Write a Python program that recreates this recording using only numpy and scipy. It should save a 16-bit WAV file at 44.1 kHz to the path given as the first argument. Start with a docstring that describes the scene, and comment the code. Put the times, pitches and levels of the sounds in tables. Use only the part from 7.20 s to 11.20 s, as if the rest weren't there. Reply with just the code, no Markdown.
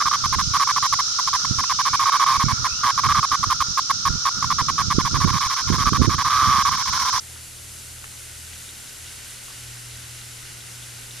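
"""A room with a low rumble and a humming appliance; close by, foam fizzes in a hand-held plastic cup.
Thousands of tiny bubbles burst each second, each a damped ring coloured by the air in the cup.
Coarser bubbles build up over the first two seconds; a few bigger ones pop.
The cup ticks faintly and bumps softly in the hand."""
import sys
import numpy as np
from scipy.fft import rfft, irfft, next_fast_len
from scipy.io import wavfile
from scipy.ndimage import map_coordinates

SR = 44100
rng = np.random.default_rng(int(sys.argv[2]) if len(sys.argv) > 2 else 0)


def inscribe(sig):
    """Save sig as 16-bit PCM at rate SR to the path in sys.argv[1].

    A 1-D sig is mono; a 2-D sig holds one channel per row.
    Samples are clipped to [-1, 1] before scaling.
    """
    pcm = np.round(np.clip(np.atleast_2d(sig).T, -1, 1) * 32767)
    wavfile.write(sys.argv[1], SR, pcm.astype(np.int16))


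N = 176400

# room noise spectrum: freq_hz, density_db
RUMBLE_SPECTRUM = [(20, -9), (34, -2.5), (44, 3), (55, -5), (100, -2.5), (145, -4.5), (200, -8), (300, -8),
                   (450, -8.5), (700, -11), (1100, -14), (2000, -17), (6000, -41)]
# room noise, left-right likeness: freq_hz, correlation
RUMBLE_CORRELATION = [(40, 0.93), (100, 1), (150, 0.22), (220, 0.53), (350, -0.33), (650, -0.42),
                      (1100, -0.29), (2000, -0.52)]
# room noise envelope: time_s, level_db
RUMBLE_LEVEL = [(0, -50), (2, -50), (4, -49)]
# drone envelope: time_s, level_db
DRONE_LEVEL = [(0, -52.5), (.16, -46), (.29, -55.5), (.42, -49.5), (.63, -53), (.73, -49.5), (.86, -51.5),
               (1.0, -53), (1.16, -49), (1.33, -47), (1.43, -53), (1.54, -51), (1.68, -65), (1.82, -48.5),
               (2.05, -60), (2.33, -60), (2.46, -49), (2.63, -66), (2.76, -48.5), (2.88, -52), (3.01, -60),
               (4, -68)]
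# mains hum envelope: time_s, level_db
HUM_LEVEL = [(0, -53), (.8, -51.5), (1.6, -54.5), (2.34, -53), (2.48, -44), (3.05, -47), (3.4, -48),
             (4, -46.5)]
# handling bumps: start_s, peak_db
BUMPS = [(.68, -47), (2.431, -48)]
# cup ticks: start_s, pitch_hz, width_oct, peak_db
TICKS = [(.1622, 1150, 0.38, -37.5), (0.8418, 1330, 0.75, -25), (.8432, 2400, .2, -33),
         (2.284, 1160, 0.23, -35), (2.3045, 1100, 0.23, -40), (2.318, 1150, 0.3, -47)]
# bigger bubbles: start_s, pitch_hz, peak_db, tail_re_click_db
POPS = [(.156, 3400, -38, -4), (1.326, 2900, -41, 0), (1.333, 2550, -39.5, -1), (1.335, 3300, -41.5, -3),
        (1.4915, 3480, -31, 1), (1.6755, 3400, -35.5, -2), (1.8662, 3650, -31.7, 2),
        (2.4315, 3000, -33.5, -5), (2.823, 3450, -35.5, 0), (2.838, 3500, -36.5, -5),
        (3.013, 3750, -33.5, -3), (3.409, 3550, -32.5, 1), (3.627, 3500, -33.5, -1),
        (3.9098, 3550, -30, -4)]
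# foam envelopes before layer gain: time_s, coarse_db, fine_db
FOAM_LEVELS = [(0.03, -48.5, -43.5), (0.53, -49, -43.5), (2.03, -45.5, -43.5), (2.8, -46, -44.5),
               (3.94, -46, -44), (3.95, -44.5, -44)]
# colour of coarse bubbles in the cup: freq_hz, gain_db
COARSE_COLOUR = [(600, -8.5), (1170, -8.5), (1380, -1.3), (1520, 1), (1700, -4.5), (1870, -1), (2080, 0),
                 (2300, -2), (2700, -0.6), (2860, 2), (3040, -0.4), (3250, -3), (4400, -2.5), (5600, -2.5),
                 (6600, -2), (8000, -20)]
# colour of fine bubbles: freq_hz, gain_db
FINE_COLOUR = [(2500, -8), (4400, -6.5), (5600, -5), (7000, -0.65), (9000, -1.5), (10800, -0.5),
               (12000, -5), (13200, -9.5), (14200, -17), (15000, -46)]
# fizz, left-right likeness: freq_hz, correlation
FIZZ_CORRELATION = [(900, 0.22), (1450, 0.72), (1700, 0.65), (2000, 0.85), (2350, 0.61), (2950, 0.6),
                    (3600, 0.88), (5300, 0.81), (6200, 0.47), (7000, 0.45), (7500, 0.59), (9100, 0.73),
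                    (10200, 0.42), (12500, 0.091)]
# fizz balance: freq_hz, left_minus_right_db
FIZZ_BALANCE = [(1500, 0.8), (2200, -0.5), (2500, -0.5), (2950, -1.5), (3500, 0), (5000, 0.2), (6100, 2),
                (7000, 1), (9500, -.3), (12000, 0.6)]

COARSE_PER_S, FINE_PER_S = 11000, 36000
COARSE_GAIN_DB, FINE_GAIN_DB = 2, 2.5
COARSE_FLURRY_DB, FINE_FLURRY_DB = 0.38, 0.41


def amp(db):
    """dB to gain."""
    return 10 ** (np.asarray(db) / 20)


def along(points, hz):
    """Table value at hz, on a log frequency axis."""
    freq_hz, values = np.transpose(points)
    return np.interp(np.log(hz + 1), np.log(freq_hz + 1), values)


def curves(rows):
    """One per-sample curve for each column after time_s."""
    time_s, *columns = np.transpose(rows)
    return [np.interp(np.arange(N) / SR, time_s, column) for column in columns]


def wobble(knots_per_s):
    """Smooth random curve."""
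    return map_coordinates(rng.standard_normal(1024), [np.arange(N) * knots_per_s / SR], mode="wrap")


def filtered(x, response):
    """x through a frequency response."""
    size = next_fast_len(N + SR // 2)
    return irfft(rfft(x, size) * response(np.fft.rfftfreq(size, 1 / SR)), size)[..., :N]


def stereo(pair, colour, correlation):
    """Two independent signals, coloured and blended to left and right at rms 1."""
    def response(hz):
        blend_rad = np.arccos(np.clip(along(correlation, hz), -1, 1)) / 2
        return amp(along(colour, hz)) * [np.cos(blend_rad), np.sin(blend_rad)]
    mid, side = filtered(pair, response)
    x = np.array([mid + side, mid - side])
    return x / np.sqrt(np.mean(x ** 2) + 1e-20)


def snap(start_s, pitch_hz, width_oct, tail_s, tail_db):
    """Band-passed click and its scattered ring in the cup, peak 1."""
    t = np.arange(SR // 10) / SR
    tail = rng.standard_normal(len(t)) * np.exp(-t / tail_s)
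    impulse = t == 0
    blow = np.zeros(N + len(t))
    blow[round(start_s * SR):][:len(t)] = impulse + amp(tail_db) * tail / np.linalg.norm(tail)
    click = filtered(blow[:N], lambda hz: np.exp(-.5 * (np.log2((hz + 1) / pitch_hz) / width_oct) ** 2))
    return click / np.abs(click).max()


def rumble():
    """Low room noise, wide above the bass."""
    noise = stereo(rng.standard_normal((2, N)), RUMBLE_SPECTRUM, RUMBLE_CORRELATION)
    return amp(curves(RUMBLE_LEVEL)[0]) * noise


def drone(pitch_hz=80.2, wander_rad=0.25):
    """Low tone, wavering in level and phase."""
    phase = 2 * np.pi * pitch_hz * np.arange(N) / SR + wander_rad * wobble(7.8)
    return np.sqrt(2) * amp(curves(DRONE_LEVEL)[0]) * np.sin(phase)


def hum(pitch_hz=119.56, third_db=-72.5):
    """Appliance mains hum with a steady third harmonic."""
    phase = 2 * np.pi * pitch_hz * np.arange(N) / SR
    fundamental = amp(curves(HUM_LEVEL)[0]) * np.sin(phase)
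    return np.sqrt(2) * (fundamental + amp(third_db) * np.sin(3 * phase))


def bumps(pitch_hz=45, rise_s=.03, fall_s=.07):
    """Soft handling bumps: low damped sines, centred."""
    x = np.zeros(N)
    for start_s, peak_db in BUMPS:
        t = np.clip(np.arange(N) / SR - start_s, 0, 30 * fall_s)
        envelope = (1 - np.exp(-t / rise_s)) ** 2 * np.exp(-t / fall_s)
        x += amp(peak_db) * envelope / envelope.max() * np.sin(2 * np.pi * pitch_hz * t)
    return x


def ticks(tail_s=0.0046, tail_db=-3, left_lag_s=0.00016):
    """Dull ticks of the held cup, slightly to the right."""
    x = sum(amp(peak_db) * snap(start_s, pitch_hz, width_oct, tail_s, tail_db)
            for start_s, pitch_hz, width_oct, peak_db in TICKS)
    return filtered(x, lambda hz: np.exp(-2j * np.pi * np.outer([left_lag_s, 0], hz)))


def pops(width_oct=.18, tail_s=.013):
    """Bigger bubbles snap and ring briefly in the cup, centred."""
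    return sum(amp(peak_db) * snap(start_s, pitch_hz, width_oct, tail_s, tail_db)
               for start_s, pitch_hz, peak_db, tail_db in POPS)


def bursts(per_s, low_hz, high_hz, ring_samples, decay_cycles=3.44, spread_db=0.5):
    """Tiny bubbles burst at random: damped rings, uniform in pitch."""
    when, pitch, strength, sign = rng.random((int(per_s * N / SR), 4)).T
    pitch_hz = (low_hz + (high_hz - low_hz) * pitch)[:, None]
    gain = amp(spread_db * np.minimum(-np.log(1 - strength), 4)) * np.sign(sign - .5)
    cycles = pitch_hz * np.arange(ring_samples) / SR
    rings = np.sin(2 * np.pi * cycles) * np.exp(-cycles / decay_cycles)
    rings *= gain[:, None] * np.sqrt(pitch_hz)  # sqrt evens out energy across pitch
    index = (when * N).astype(int)[:, None] + np.arange(ring_samples)
    return np.bincount(index.ravel(), rings.ravel())[:N]


def fizz():
    """Coarse and fine bubbles burst in slight flurries, two independent showers each."""
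    coarse_db, fine_db = curves(FOAM_LEVELS)
    coarse_pair = [bursts(COARSE_PER_S, low_hz=870, high_hz=7400, ring_samples=160) for _ in range(2)]
    fine_pair = [bursts(FINE_PER_S, low_hz=3030, high_hz=15500, ring_samples=64) for _ in range(2)]
    coarse = stereo(coarse_pair, COARSE_COLOUR, FIZZ_CORRELATION)
    fine = stereo(fine_pair, FINE_COLOUR, FIZZ_CORRELATION)
    coarse *= amp(coarse_db + COARSE_GAIN_DB + COARSE_FLURRY_DB * wobble(13))
    fine *= amp(fine_db + FINE_GAIN_DB + FINE_FLURRY_DB * wobble(16))
    return filtered(coarse + fine, lambda hz: amp(np.outer([.5, -.5], along(FIZZ_BALANCE, hz))))


def scene():
    """The cup in front of the room."""
    return fizz() + pops() + ticks() + bumps() + hum() + drone() + rumble()


def record(dry):
    """Brick-wall low-pass."""
    cutoff_hz = 14750
    return filtered(dry, lambda hz: hz < cutoff_hz)


dry = scene()
out = record(dry)
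inscribe(out)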